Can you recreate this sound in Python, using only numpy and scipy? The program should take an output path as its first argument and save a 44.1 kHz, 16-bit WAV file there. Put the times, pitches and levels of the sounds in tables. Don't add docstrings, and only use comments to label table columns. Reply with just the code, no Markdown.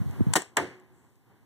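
import sys
import numpy as np
from scipy import signal
from scipy.fft import rfft, irfft, next_fast_len
from scipy.io import wavfile

SR = 44100
rng = np.random.default_rng(int(sys.argv[2]) if len(sys.argv) > 2 else 0)


def voltage_ratio(level):
    return 10 ** (np.asarray(level, float) / 20)


def digitize_waveform(pressure):
    field = np.atleast_2d(pressure).T
    bounded = np.clip(field, -1, 1)
    quanta = np.round(bounded * 32767).astype(np.int16)
    wavfile.write(sys.argv[1], SR, quanta)


N = 63945
T = np.arange(N) / SR


def in_time(rows):
    return np.interp(T, *np.transpose(rows))


def at_hz(points, hz):
    freq_hz, value = np.array(points).T
    return np.interp(np.log(hz), np.log(freq_hz), value)


def drift(rate_hz):
    r = np.exp(-2 * np.pi * rate_hz / SR)
    slow = signal.lfilter([1], [1, -2 * r, r * r], rng.standard_normal(N + SR))[SR:]
    return slow / slow.std()


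def bandpass(x, low_hz, high_hz):
    sos = signal.butter(2, [low_hz, high_hz], "band", fs=SR, output="sos")
    return signal.sosfilt(sos, x)


def fall(start_s, t60_s, hold_s=0.):
    falling_s = np.maximum(T - start_s - hold_s, 0)
    return (T >= start_s) * voltage_ratio(-60 * falling_s / max(t60_s, 1e-3))


def ring(x, hz, t60_s):
    r = voltage_ratio(-60 / (t60_s * SR))
    w = 2 * np.pi * hz / SR
    return signal.lfilter([0, np.sin(w)], [1, -2 * r * np.cos(w), r * r], x + 1e-18)


def struck(hit_s, modes):
    strike = np.zeros(N)
    strike[int(hit_s * SR)] = 1
    return sum((-1) ** k * voltage_ratio(db) * ring(strike, hz, t60_s) for k, (hz, db, t60_s) in enumerate(modes))


def fronts(rows, lag_s):
    out = np.zeros((2, N))
    for start_s, db, length_s in rows:
        phase = (T - start_s - np.array([[0], [lag_s]])) / length_s
        inside = (phase > 0) & (phase < 1)
        out += voltage_ratio(db) * np.where(inside, np.sin(2 * np.pi * phase), 0)
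    return out


# freq_hz, correlation (-1..1)
PORT_LIKENESS = [(200, 1), (600, 0.77), (1200, 0.33), (2000, 0.19), (16000, 0.)]


def scattered(colour, envelope, grain):
    edges_hz = 50 * 2 ** np.arange(0, 8.6, .5)
    grains = voltage_ratio(grain * np.minimum(rng.exponential(1, N), 4))
    white = rng.standard_normal((2, 2, N)) * grains
    white = white / white.std()
    out, power = 0, 0
    for k, (low, high) in enumerate(zip(edges_hz, edges_hz[1:])):
        hz = np.sqrt(low * high)
        mid, side = bandpass(white[k % 2] * (envelope(hz) + 1e-12), low, high)
        alike = np.clip(at_hz(PORT_LIKENESS, hz), -1, 1)
        gain = voltage_ratio(at_hz(colour, hz))
        out = out + gain * (np.sqrt(1 + alike) * mid + np.sqrt(1 - alike) * side * [[1], [-1]])
        power += gain ** 2 * 4 * (high - low) / SR
    return out / np.sqrt(power)


# time_s, level_db
AIR_LEVEL = [(0, -60.5), (.15, -59.5), (.3, -60), (.5, -66), (.7, -59), (.9, -61), (1.2, -64),
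             (1.36, -64.5), (1.45, -62.5)]
# freq_hz, level_db
AIR_SPECTRUM = [(55, -4.5), (100, 12), (170, 5.5), (300, 6), (600, -7.5), (1900, -11.5), (4000, -31.5),
                (9000, -59)]


def air():
    return voltage_ratio(in_time(AIR_LEVEL) + 2.8 * drift(2.7)) * scattered(AIR_SPECTRUM, lambda hz: 1, grain=0)


# start_s, peak_db, start_hz, left_share (0-1)
WIND_LUMPS = [(.001, -34, 140, .1), (.013, -33, 210, .1), (.058, -33, 150, .3), (.072, -36, 150, .3),
              (.096, -37, 150, .2), (.181, -40, 150, .2), (.195, -34, 170, .15), (.2060, -23, 300, 0.),
              (.2140, -27, 160, 0.), (.2670, -25, 200, .05), (.282, -31, 170, .15), (.302, -37, 140, .2),
              (.320, -44, 140, .3), (.362, -28, 150, .4), (1.056, -54, 115, .4), (1.165, -54, 115, .4)]
LUMP_T60_S, LUMP_SAG_PER_S, LUMP_RISE_S = .036, 40, .0018
# time_s, level_db
WIND_LEVEL = [(0, -60), (.1, -61), (.16, -62), (.2, -60), (.245, -70), (.28, -61), (.33, -64), (.42, -72),
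              (.55, -76), (.65, -68), (.8, -69), (1.0, -73), (1.2, -76), (1.45, -72)]
WIND_LOW_HZ, WIND_HIGH_HZ = 70, 205


def wind():
    out = np.zeros((2, N))
    for start_s, db, hz, left_share in WIND_LUMPS:
        t = np.maximum(T - start_s, 0)
        swell = fall(start_s, LUMP_T60_S) * (1 - np.exp(-t / LUMP_RISE_S))
        sagging = np.sin(2 * np.pi * hz * np.log1p(LUMP_SAG_PER_S * t) / LUMP_SAG_PER_S)
        out += -voltage_ratio(db + 2.5) * swell * sagging * [[left_share], [left_share - 1]]
    rumble = bandpass(rng.standard_normal((2, N)), WIND_LOW_HZ, WIND_HIGH_HZ)
    return out + voltage_ratio(in_time(WIND_LEVEL) + 2.5 * drift(25)) * rumble / rumble.std()


# start_s, peak_db, knock_db
CONTACTS = [(.111, -69.5, -95), (0.3308, -61, -66.5), (.3357, -27.5, -35.5), (.3379, -24.5, -48),
            (.3548, -28, -37.5), (.3570, -26, -31), (.3590, -24, -40.5), (.3620, -33, -41.5),
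            (.4200, -36.5, -60), (0.561, -69, -55.5), (.5660, -78, -40), (0.569, -25, -38),
            (.5706, -24, -35), (0.799, -62.5, -92), (1.156, -66.5, -76)]
# freq_hz, level_db
CRACK_SPECTRUM = [(700, -11), (1800, -2.5), (3200, -7), (5800, -10.5), (8000, -4.5), (11000, -18.5),
                  (15000, -16)]
CRACK_T60_S, TAIL_DB, TAIL_T60_S = 0.0069, -25, 0.095
KNOCK_HZ, KNOCK_T60_S = 936, .015


def ticks():
    crack, knock = np.zeros(N), np.zeros(N)
    for start_s, peak_db, knock_db in CONTACTS:
        tail = voltage_ratio(TAIL_DB) * fall(start_s, TAIL_T60_S)
        crack += voltage_ratio(peak_db) * (fall(start_s, CRACK_T60_S) + tail)
        knock[int(start_s * SR)] = voltage_ratio(knock_db)
    return scattered(CRACK_SPECTRUM, lambda hz: crack, grain=0.67) + ring(knock, KNOCK_HZ, KNOCK_T60_S)


# start_s, peak_db, length_s
MUZZLE_FRONTS = [(.3548, -20, 0.00081), (.3571, -21.5, 0.0019), (.3623, -20, 0.0011),
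                 (.3688, -22.5, 0.0025), (.4200, -39, 0.0015)]
# freq_hz, level_db
GAS_SPECTRUM = [(80, -28.5), (170, -4.5), (350, 10), (950, -7.5), (1900, -1), (4000, -12), (8000, -11),
                (15000, -16.5)]
# freq_hz, t60_s
GAS_T60 = [(100, .08), (1000, 0.037), (15000, 0.027)]
# freq_hz, t60_s
YARD_DECAY = [(100, .14), (700, .24), (2500, .25), (8000, .22), (13000, .15)]
# freq_hz, level_db, t60_s
BARREL_MODES = [(165, -33.5, 0.17), (288, -37, 0.03), (340, -35.5, 0.04), (583, -31.5, 0.11),
                (701, -39.5, 0.037), (938, -34, 0.1), (1456, -32, .06), (1840, -33, 0.16)]
BLAST_S, BLAST_DB, BLAST_HOLD_S, BLAST_LATE_DB = .3543, -26.5, .014, -2.5


def blast():
    def envelope(hz):
        jet = fall(BLAST_S, at_hz(GAS_T60, hz), BLAST_HOLD_S)
        return jet + voltage_ratio(BLAST_LATE_DB) * fall(BLAST_S, at_hz(YARD_DECAY, hz))

    gas = voltage_ratio(BLAST_DB) * scattered(GAS_SPECTRUM, envelope, grain=2.5)
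    return gas + fronts(MUZZLE_FRONTS, lag_s=.00005) + struck(BLAST_S, BARREL_MODES)


# start_s, peak_db, length_s
BURST_FRONTS = [(.5692, -20, .0005), (.5728, -19, .0008), (.5805, -25, .0008), (.5853, -23, .0009),
                (.5893, -24, .0010), (.5990, -28, .0011)]
# freq_hz, level_db
BURST_SPECTRUM = [(70, -15.5), (180, -2.5), (400, 0), (850, -16), (1900, -2.5), (3300, -14.5), (8000, -24),
                  (15000, -31)]
# freq_hz, t60_s
BURST_T60 = [(100, 0.45), (1000, 0.15), (4000, 0.017), (15000, 0.07)]
# freq_hz, t60_s
BURST_YARD_T60 = [(100, 0.2), (700, 0.66), (2500, 0.43), (12000, 0.31)]
# freq_hz, level_db, t60_s
TARGET_MODES = [(187, -37, 0.081), (284.6, -39, .25), (491, -44, 0.25), (589, -36, 0.24),
                (697, -38.5, 0.26), (881, -33, 0.12), (1090, -55.5, .08), (1520, -40, 0.066),
                (1783, -32.5, 0.13)]
# freq_hz, level_db, t60_s
DRUM_MODES = [(363, -36, .45), (369.5, -39, .75)]
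HIT_S, HIT_DB, HIT_HOLD_S, HIT_LATE_DB = .5690, -24.5, 0.0022, -11.5


def hit():
    def envelope(hz):
        burst = fall(HIT_S, at_hz(BURST_T60, hz), HIT_HOLD_S)
        return burst + voltage_ratio(HIT_LATE_DB) * fall(HIT_S, at_hz(BURST_YARD_T60, hz))

    crack = voltage_ratio(HIT_DB) * scattered(BURST_SPECTRUM, envelope, grain=3.4)
    target = struck(HIT_S, TARGET_MODES) + struck(HIT_S, DRUM_MODES)
    return crack + fronts(BURST_FRONTS, lag_s=.00009) + target


# time_s, level_db
CLOTH_LEVEL = [
    (.9, -100),
    (.96, -84),
    (1.05, -85.5),
    (1.14, -92),
    (1.2, -100),
]


def cloth():
    colour = [(3000, -30), (6000, -6.5), (8000, 1.5), (12000, -23.5)]  # freq_hz, level_db
    return voltage_ratio(in_time(CLOTH_LEVEL)) * scattered(colour, lambda hz: 1, grain=1.5)


def scene():
    return air() + wind() + ticks() + blast() + hit() + cloth()


def peak(hz, centre_hz, width_hz, db):
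    return 1 + (voltage_ratio(db) - 1) / (1 + 1j * (hz ** 2 - centre_hz ** 2) / np.maximum(hz * width_hz, 1))


def roll_off(x):
    return signal.sosfilt(signal.butter(12, 16640, fs=SR, output="sos"), x)


# centre_hz, width_hz, level_db
LEFT_PORT, RIGHT_PORT = (7800, 1200, 15), (5600, 1000, 5)
CASE, CASE_DIPS = (900, 300, 4), [(560, 200, -5), (1300, 250, -4)]
HISS_DB, HISS_TILT, HISS_TOP_HZ = -75.5, 0.26, 15500
CROSS_SHARE, CROSS_LAG_SAMPLES, CROSS_LOW_HZ, CROSS_CUT_HZ = .98, 18, 31, 4900
LOW_CUT_HZ, LOW_CUT_Q, TOP_HZ = 90, 2.21, 16000
DUCK_S, DUCK_DB, DUCK_ATTACK_S = 0.3335, 15, 0.005
CEILING = .62


def record(dry):
    size = next_fast_len(N + 2048)
    hz = np.arange(size // 2 + 1) * SR / size
    ports = np.array([peak(hz, *LEFT_PORT), peak(hz, *RIGHT_PORT)])
    for resonance in [CASE, *CASE_DIPS]:
        ports = ports * peak(hz, *resonance)
    hiss = voltage_ratio(HISS_DB) * signal.lfilter([1, -HISS_TILT], [1], rng.standard_normal((2, N)))
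    both = rfft(dry, size) * ports + rfft(hiss, size) * (hz < HISS_TOP_HZ)

    delay = np.exp(-2j * np.pi * hz * CROSS_LAG_SAMPLES / SR)
    cross = CROSS_SHARE * delay / np.sqrt(1 + (hz / CROSS_CUT_HZ) ** 8)
    cross = cross * hz / np.sqrt(hz ** 2 + CROSS_LOW_HZ ** 2)
    jw = 1j * hz / LOW_CUT_HZ
    low_cut = jw ** 2 / (1 + jw / LOW_CUT_Q + jw ** 2)
    top_cut = 1 / (1 + (hz / TOP_HZ) ** 80)
    wide = irfft((both - cross * both[::-1]) * low_cut * top_cut, size)[:, :N]

    gain_db = DUCK_DB * np.exp(-np.maximum(T - DUCK_S, 0) / DUCK_ATTACK_S)
    mix = CEILING * np.tanh(wide * voltage_ratio(gain_db) / CEILING)
    return roll_off(mix)


dry = scene()
out = record(dry)
digitize_waveform(out)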